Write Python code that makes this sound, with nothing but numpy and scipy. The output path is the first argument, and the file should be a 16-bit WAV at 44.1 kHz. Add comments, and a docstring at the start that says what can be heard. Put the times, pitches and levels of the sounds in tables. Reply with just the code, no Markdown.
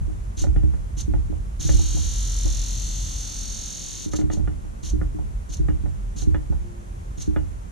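"""A low rumble and faint hiss fill a workshop, then a soft thud comes from a workbench, heard close on a camera's
microphone pair. A small electric pump motor is touched on and off with loose leads: short spurts, one long run.
Rumble and hiss are coloured noise; thuds and clicks are blows that ring modes of bench and housing, the bench
shaking the pair in nearly opposite phase. Brushes and bearings rasp in a noise pattern read once per shaft turn."""
import sys
import numpy as np
from scipy import signal
from scipy.fft import rfft, irfft, next_fast_len
from scipy.io import wavfile
from scipy.ndimage import uniform_filter1d, map_coordinates

SR = 44100
rng = np.random.default_rng(int(sys.argv[2]) if len(sys.argv) > 2 else 0)


def file_out(sig):
    """Save sig as 16-bit WAV at sys.argv[1]."""
    # one column per channel
    cols = np.atleast_2d(sig).T
    # limit, then scale
    lim = np.clip(cols, -1, 1)
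    pcm = np.round(lim * 32767).astype(np.int16)
    wavfile.write(sys.argv[1], SR, pcm)


N = 340011
OPPOSED = np.array([[1], [-1]])  # signs of the left and right port


def undb(db):
    """Decibels to gain."""
    return 10 ** (np.asarray(db) / 20)


def level(x, db):
    """Scale to an rms level."""
    return x * undb(db) / np.sqrt(np.mean(x ** 2))


def curve(rows, column=1, quiet=None):
    """A table column joined by straight lines in time; quiet is its value outside the table."""
    rows = np.array(rows)
    return np.interp(np.arange(N) / SR, rows[:, 0], rows[:, column], quiet, quiet)


def colour(x, points):
    """Filter by a spectrum of (f/Hz, level/dB) points, joined along log frequency."""
    size = next_fast_len(N)
    hz, db = np.transpose(points)
    bins_hz = np.arange(1, size // 2 + 2) * SR / size
    gain = undb(np.interp(np.log(bins_hz), np.log(hz), db))
    return irfft(rfft(x, size) * gain, size)[..., :N]


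def walk(rate):
    """Random levels held 1 / rate s and slewed twice; spread near 1."""
    hold = int(SR / rate)
    steps = np.repeat(rng.standard_normal(N // hold + 1), hold)
    return 1.04 * uniform_filter1d(uniform_filter1d(steps, hold), hold)[:N]


# slow level of the rumble, before its lumps: t/s, level/dB
RUMBLE_LEVEL = [(0, -25.5), (.3, -30.5), (1.5, -27.5), (2.2, -28.5), (2.5, -28), (3.4, -36), (3.9, -47),
                (4.3, -31.5), (6., -31), (7., -32.5), (7.71, -33.5)]
# surges of the rumble that go with jolts of the housing: t/s, relative level/dB
RUMBLE_SURGES = [(.4, -17.5), (1., -18), (1.62, -18), (4.9, -24), (5.55, -19), (6.2, -22), (6.52, -40),
                 (7.25, -35)]
SURGE_RISE_S, SURGE_FALL_S = 0.015, 0.16  # time constants
LUMPY_DB, LUMPS_HZ = 3, 12.


def swell():
    """Strength of the rumble: slow level and surges add as powers, lumpy throughout."""
    t = np.arange(N) / SR
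    power = undb(curve(RUMBLE_LEVEL)) ** 2
    for start, db in RUMBLE_SURGES:
        since = np.maximum(t - start, 0)
        surge = undb(db) * (1 - np.exp(-since / SURGE_RISE_S)) * np.exp(-since / SURGE_FALL_S)
        power = power + surge ** 2
    return np.sqrt(power) * undb(LUMPY_DB * walk(LUMPS_HZ))


# spectrum of the rumble: f/Hz, relative level per Hz/dB
RUMBLE_SPECTRUM = [(18, -48), (30, -3.5), (42, 5), (60, -4), (100, -10.5), (200, -28), (300, -47),
                   (500, -76.5)]
# spectra of the shop floor noise, alike and opposed in the two ports: f/Hz, relative level per Hz/dB
FLOOR_ALIKE = [(50, -2.5), (100, -0.5), (150, -8), (200, -3), (260, -14), (400, -17.5), (700, -25),
               (2000, -31), (4800, -38.5), (6500, -33), (8000, -36.5), (10500, -38.5), (12500, -47),
               (14700, -57)]
FLOOR_OPPOSED = [(12, -20), (25, -4), (80, 0), (120, -12), (200, -9.5), (400, -14), (900, -15.5),
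                 (2000, -28.5), (4800, -42.5), (6500, -32.5), (10500, -38), (12500, -47), (14700, -54)]
ALIKE_DB, OPPOSED_DB = -44, -45  # rms
# a faint tone that swells and fades: t/s, f/Hz, rms level/dB
FAINT_TONE = [(6.55, 346, -66), (6.6, 347, -59), (6.67, 349, -48.5), (6.8, 348.5, -52),
              (6.86, 349.5, -58.5), (7.12, 352.5, -61), (7.17, 353, -66)]


def shop():
    """Wandering rumble and steady hiss from coloured noise, and a faint gliding sine."""
    rumble = level(colour(rng.standard_normal(N), RUMBLE_SPECTRUM), 0) * swell()
    alike = level(colour(rng.standard_normal(N), FLOOR_ALIKE), ALIKE_DB)
    opposed = level(colour(rng.standard_normal(N), FLOOR_OPPOSED), OPPOSED_DB)
    tone_phase = 2 * np.pi * np.cumsum(curve(FAINT_TONE)) / SR
    tone = np.sqrt(2) * undb(curve(FAINT_TONE, column=2, quiet=-120)) * np.sin(tone_phase)
    return rumble * undb(-.6 * OPPOSED) + alike + OPPOSED * opposed + tone


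def ring(times, db, modes, push_s, scrape, favour_hz=1000., slope_db=0):
    """Bell-shaped pushes (spread push_s), trailed by a short scrape, ring the modes, most those near the pitch
    that the point of contact favours; each port has its own gain and phase."""
    t = np.arange(2048) / SR
    push_s = np.reshape(push_s, (-1, 1))
    push = np.exp(-.5 * (t / push_s - 3) ** 2) / (push_s * SR * np.sqrt(2 * np.pi))
    grit = rng.standard_normal((len(times), len(t))) * np.exp(-t / 0.012)
    blows = push + scrape * signal.fftconvolve(push[:, :512], grit, axes=1)[:, :len(t)]
    out = np.zeros((2, N))
    for hz, mode_db, t60, pan_db, lead in modes:
        force = np.zeros(N + len(t))
        octaves_away = np.abs(np.log2(hz / favour_hz))
        for start, gain, blow in zip(times, undb(db - slope_db * octaves_away), blows):
            first = int(start * SR)
            force[first:first + len(t)] += gain * blow
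        pole = np.exp((2j * np.pi * hz - np.log(1000) / t60) / SR)
        ringing = signal.lfilter([1], [1, -pole], force[:N])
        port_gain = undb(mode_db + OPPOSED * pan_db / 2)
        out += port_gain * (ringing * np.exp(.5j * lead * OPPOSED)).imag
    return out


# housing rocks softly on the bench: t/s, ring level/dB, thump level/dB, all relative
SOFT_THUDS = [(.009, -58, -17), (.078, -41, -27), (.416, -37.5, -18.5), (1.078, -33, -20),
              (1.297, -35.5, -29), (1.647, -38, -15), (1.739, -33.5, -12.5), (1.944, -40, -16.5),
              (2.45, -36, -19.5), (4.059, -33.5, -27), (4.234, -34, -16.5), (4.933, -32.5, -19),
              (5.145, -39, -30), (5.595, -33, -17.5), (5.835, -37, -21), (6.27, -31, -12),
              (6.498, -36, -16), (7.276, -28.5, -20.5)]
# metal edge meets the bench: t/s, click level/dB, favoured f/Hz, fall-off away from it/dB per octave,
# ring level/dB, thump level/dB, all levels relative
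EDGE_CLICKS = [(.098, -46, 860, 9, -62, -47), (.440, -32.5, 550, 3, -42, -17),
               (.468, -42.5, 550, 1.5, -34.5, -22), (.562, -36.5, 760, 1, -34, -14),
               (0.634, -41.5, 571, 3.5, -34, -13), (.738, -43, 770, 3, -46, -17),
               (1.138, -35, 765, 3, -35.5, -17.5), (1.326, -38.5, 766, 19, -55, -26),
               (1.692, -32.5, 850, -1, -33, -15.5), (1.793, -36.5, 744, 17, -35, -43),
               (1.970, -38.5, 780, 18, -59, -40), (2.463, -39, 780, 16, -58, -35),
               (4.135, -30.5, 1200, 3, -31, -26), (4.188, -35, 550, 3, -28, -42),
               (4.213, -38, 600, 2, -57, -20.5), (4.301, -35.5, 700, 0, -33, -31),
               (4.333, -38, 550, 7, -34, -38), (4.371, -38.5, 560, 10.5, -39, -19),
               (4.394, -44, 780, 9, -36.5, -18), (4.475, -38, 1410, 2, -37.5, -18),
               (4.648, -46, 850, 14, -49, -33), (5.014, -35, 1410, 7, -35.5, -20),
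               (5.188, -38.5, 870, 12, -46, -27.5), (5.686, -34, 1600, 2.5, -31, -16),
               (5.859, -41, 560, 4, -60, -18.5), (6.222, -41, 540, 8, -41, -23),
               (6.346, -32.5, 1750, 2, -34.5, -15.5), (6.525, -37.5, 860, 8, -60, -37),
               (7.362, -30, 1720, 2.5, -30.5, -17.5)]
# modes of bench (thump), its panel (ring) and motor housing (click):
# f/Hz, relative level/dB, t60/s, left minus right/dB, left leads/rad
BENCH_MODES = [(59.5, -7, 0.18, 2, 2.8), (70.27, 5, 0.56, -4.5, 2.84), (88.44, -0.5, 0.57, -4, 2.85),
               (107, -4, 0.13, -5, 3.23), (138.9, -0.5, 0.34, -9, 2.92), (155.2, -4.5, 0.26, -11, 2.08)]
PANEL_MODES = [(214.4, 3.5, 0.24, -9.5, 2.9), (259, -1, 0.042, -31, 2.04), (305.7, 19.5, 0.25, 2.5, 2.79),
               (366.6, -0.5, 0.2, -21, 2.8), (415.5, -1, 0.13, -15.5, 1.77)]
HOUSING_MODES = [(555, -5.5, 0.032, -20, 0.58), (636, -7.5, 0.021, 1.5, 0.54), (770, -7, 0.038, -22, 2.3),
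                 (854, -3.5, 0.036, -12, 1.15), (987, -12.5, 0.043, -12, 0.58),
                 (1255, -1, 0.015, -10, 0.51), (1424, -3.5, 0.031, -5, 0.32), (1705, -3.5, 0.021, -4, 0.38),
                 (1825, -5.5, 0.021, -5, 0.39), (1970, -10, 0.024, 5, 0.27), (2320, -16.5, 0.042, 3, 0.43),
                 (2880, -14, 0.13, -2, 1), (3370, -5.5, 0.021, 0, .2)]
KICK_RING_DB, KICK_THUMP_DB, KICK_LAG_S = -47.5, -28.5, .005  # the jolt of each start from rest
HARD_CONTACT_S, SOFTER_S_PER_DB = .00006, .000009  # taps with a narrower colour press longer


def knocks():
    """Thumps of the bench, ring of its panel and clicks of the housing, all struck modes."""
    on, held, _ = np.transpose(RASP_STRETCHES)
    rest_s = on[1:] - (on + held)[:-1]
    starts = on[np.r_[True, rest_s > .2]]
    kicks = [(start + KICK_LAG_S, KICK_RING_DB, KICK_THUMP_DB) for start in starts]
    click_jolts = [(c[0], c[4], c[5]) for c in EDGE_CLICKS]
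    times, ring_db, thump_db = np.transpose(SOFT_THUDS + click_jolts + kicks)
    thumps = ring(times, thump_db, BENCH_MODES, .0018, .025)
    low = thumps + ring(times, ring_db, PANEL_MODES, .0007, .012)
    # a high-pass leaves the thuds with little below 45 Hz
    low = signal.sosfilt(signal.butter(2, 45, "high", fs=SR, output="sos"), low)
    times, db, favour_hz, slope_db = np.transpose(EDGE_CLICKS)[:4]
    contact_s = HARD_CONTACT_S + SOFTER_S_PER_DB * slope_db
    # make up what a longer push loses at the favoured pitch
    loss_db = 10 / np.log(10) * (2 * np.pi * favour_hz * contact_s) ** 2
    clicks = ring(times, db + loss_db, HOUSING_MODES, contact_s, 0.052, favour_hz, slope_db)
    return low, clicks


# stretches of rasp, some overlapping to build up one spurt: t/s, held/s, relative level/dB
RASP_STRETCHES = [(.365, 0.067, -42), (.964, 0.036, -43.5), (0.987, 0.019, -36.5), (1.59, 2.465, -39.5),
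                  (4.074, 0.0087, -40.5), (4.107, 0.03, -44), (4.148, 0.02, -38.5), (4.187, 0.01, -40),
                  (4.308, .035, -45.5), (4.358, 0.012, -52), (4.824, 0.049, -44), (4.879, 0.015, -38.5),
                  (5.487, 0.025, -49), (5.515, 0.025, -41), (5.562, 0.0096, -44), (6.157, 0.048, -45.5),
                  (6.208, 0.015, -39), (7.17, 0.016, -47.5), (7.193, 0.034, -42.5), (7.25, 0.011, -46)]
RISE_S, FALL_DB_PER_S, SAG_DB_PER_S = 0.0083, 628, 1.15


def rasp_strength(t):
    """The strongest stretch at each time: a quick rise, a slight sag while held, then a steep fall."""
    out = np.zeros(N)
    for start, held, db in RASP_STRETCHES:
        on = np.clip(t - start, 0, held)
        off = np.maximum(t - start - held, 0)
        strength = undb(db - SAG_DB_PER_S * on - FALL_DB_PER_S * off)
        out = np.maximum(out, (1 - np.exp(-on / RISE_S)) ** 2 * strength)
    return out


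# the shaft is held back at the start and by one slip, and recovers: t/s, turns per s lost before smoothing
SHAFT_SETBACKS = [(1.6, 3.2), (2.479, .6)]
FULL_TURNS_HZ, SPURT_TURNS_HZ = 44.22, 40.5
RECOVER_S, SETBACK_S = .25, .06  # time constant of recovery, smoothing of speed changes
SETTLED_FROM_S, SETTLED_TO_S = 1.79, 4.05  # the rotor runs true between these times


def shaft(t):
    """Turns per second: full speed less each setback in the long run, lower in the short spurts."""
    lost = sum(hz * (t > start) * np.exp(-np.maximum(t - start, 0) / RECOVER_S)
               for start, hz in SHAFT_SETBACKS)
    running = (t > SHAFT_SETBACKS[0][0]) & (t < SETTLED_TO_S + SETBACK_S)
    speed = np.where(running, FULL_TURNS_HZ - lost, SPURT_TURNS_HZ)
    return uniform_filter1d(speed, int(SETBACK_S * SR))


def rasp(turns, wear, size=4096, count=300):
    """Brush and bearing chatter of one turn, read at the shaft angle; the pattern wears into a new one as it goes."""
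    angle = np.arange(size) / size
    # a scrape at each of seven commutator slots, strong over part of the turn
    slots = np.exp(-(7 * angle % 1) / 1.3)
    gate = slots * undb(3.5 * np.cos(2 * np.pi * angle) + 1.5 * np.cos(2 * np.pi * 3 * angle))
    order = np.arange(size // 2 + 1)
    lower = order < 108  # this band beats half as deep and peaks later in the turn
    grit = rng.standard_normal((count, size))
    orders = np.where(lower, rfft(grit * np.sqrt(gate)), rfft(grit * gate))
    orders /= np.abs(orders) ** .5  # neighbouring orders are of like strength
    orders *= np.exp(-2j * np.pi * .4 * order * lower)
    table = irfft(orders * (order < 350), size)
    table = np.concatenate([table, table[:, :1]], axis=1) / table.std()
    row = wear.astype(int) % (count - 1)
    mix = (wear % 1) * np.pi / 2
    at = (turns % 1) * size
    old = map_coordinates(table, [row, at], order=1)
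    new = map_coordinates(table, [row + 1, at], order=1)
    return np.cos(mix) * old + np.sin(mix) * new


# resonances of the motor casing: f/Hz, width/Hz, lift level/dB
CASING_RESONANCES = [(2840, 50, 8), (3210, 60, 4), (3590, 50, 7), (4000, 300, 4), (4490, 120, 5),
                     (5280, 80, 6), (5520, 80, 6), (5830, 70, 5), (6065, 90, 11), (6330, 90, 9),
                     (6585, 80, 11), (6920, 90, 5), (7450, 70, 7), (7810, 70, 5), (8880, 90, 5)]


def casing(x):
    """The casing's resonances lift the rasp above its broad colour."""
    size = next_fast_len(N)
    hz = np.arange(size // 2 + 1) * SR / size
    lift = 1 + sum((undb(db) - 1) / (1 + (2 * (hz - f) / width) ** 2) for f, width, db in CASING_RESONANCES)
    return irfft(rfft(x, size) * lift, size)[:N]


# colour of the rasp, alike and opposed in the two ports: f/Hz, relative level per Hz/dB
RASP_ALIKE = [(500, -19), (800, -18.5), (2000, -16.5), (2650, -15), (2900, -10), (3600, -7), (4550, -5),
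              (4800, -19), (5150, -8.5), (6300, -1), (7000, -2.5), (8200, -18.5), (9000, -13.5),
              (13000, -22.5), (14400, -38)]
RASP_OPPOSED = [(500, -40), (800, -24), (1100, -9), (2500, -14.5), (4400, -51), (4900, -8), (6200, 1.5),
                (7200, -2.5), (8800, -1.5), (11700, -30), (14700, -35)]
# the right port hears more of the upper treble: f/Hz, left minus right level/dB
TREBLE_TILT = [(2000, -1.5), (7000, 0.3), (8500, -6.5), (10500, -5), (12500, 1)]
# hum through the bench: shaft order/turns, relative level/dB
BENCH_HUM = [(1, -0.5), (2, -15), (3, -42), (5, -10), (6, -15), (7, -7), (22, -50), (24, -19)]
# a low throb at shaft rate swells until 2.45 s, then fades: t/s, level/dB before wandering
LOW_THROB = [(1.8, -48), (2.25, -38), (2.45, -21.5), (2.9, -33), (3.4, -36), (3.8, -44), (4.05, -47)]
SWAY_HZ, SWAY_TOP_S, SWAY = 6.1, 3.37, 0.0026  # the speed sways by this fraction as the housing rocks


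def motor():
    """Stretches of rasp in the air; sines locked to the shaft make the bench hum and a low throb."""
    t = np.arange(N) / SR
    speed = shaft(t)
    sway = SWAY * np.cos(2 * np.pi * SWAY_HZ * (t - SWAY_TOP_S))
    turns = np.cumsum(speed * (1 + sway + .0005 * walk(20))) / SR
    settled = (t > SETTLED_FROM_S) & (t < SETTLED_TO_S)
    wear = np.cumsum(np.where(settled, 1.8, 40.)) / SR  # new patterns per s
    strength = rasp_strength(t)
    # steady noise roughens the repeating pattern
    alike = colour(casing(rasp(turns, wear) + .3 * rng.standard_normal(N)), RASP_ALIKE)
    opposed = colour(casing(rasp(turns, wear) + .3 * rng.standard_normal(N)), RASP_OPPOSED)
    hum = sum(undb(db + 4.4 * walk(5.59)) * np.sin(2 * np.pi * (order * turns + rng.random()))
              for order, db in BENCH_HUM)
    air = strength * (level(alike, 4.54) + OPPOSED * level(opposed, -0.25))
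    air = np.array([colour(port, [(hz, sign * db / 2) for hz, db in TREBLE_TILT])
                    for port, sign in zip(air, (1, -1))])
    throb_gain = np.sqrt(2) * undb(curve(LOW_THROB, quiet=-120) + 1.7 * walk(14.))
    throb = throb_gain * np.sin(2 * np.pi * turns)
    # the hum is heard only while the rotor runs true
    bench_hum = settled * uniform_filter1d(strength, 4000) * hum * (OPPOSED + 0.28)
    return air, bench_hum + throb


def scene():
    """Air-borne sounds get the room's short tail; all the others reach the ports dry."""
    air, hum = motor()
    thuds, clicks = knocks()
    t = np.arange(SR // 2) / SR
    tail = rng.standard_normal((2, len(t))) * np.exp(-np.log(1000) * t / 0.18) * (t > .004)
    wet = signal.fftconvolve(air + clicks, level(tail, -52.5), axes=1)[:, :N]
    return air + clicks + wet + hum + thuds + shop()


TOP_HZ = 14500


def record(dry):
    """The camera cuts the top with a steep low-pass."""
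    return signal.sosfilt(signal.ellip(10, .2, 70, TOP_HZ, fs=SR, output="sos"), dry)


dry = scene()
out = record(dry)
file_out(out)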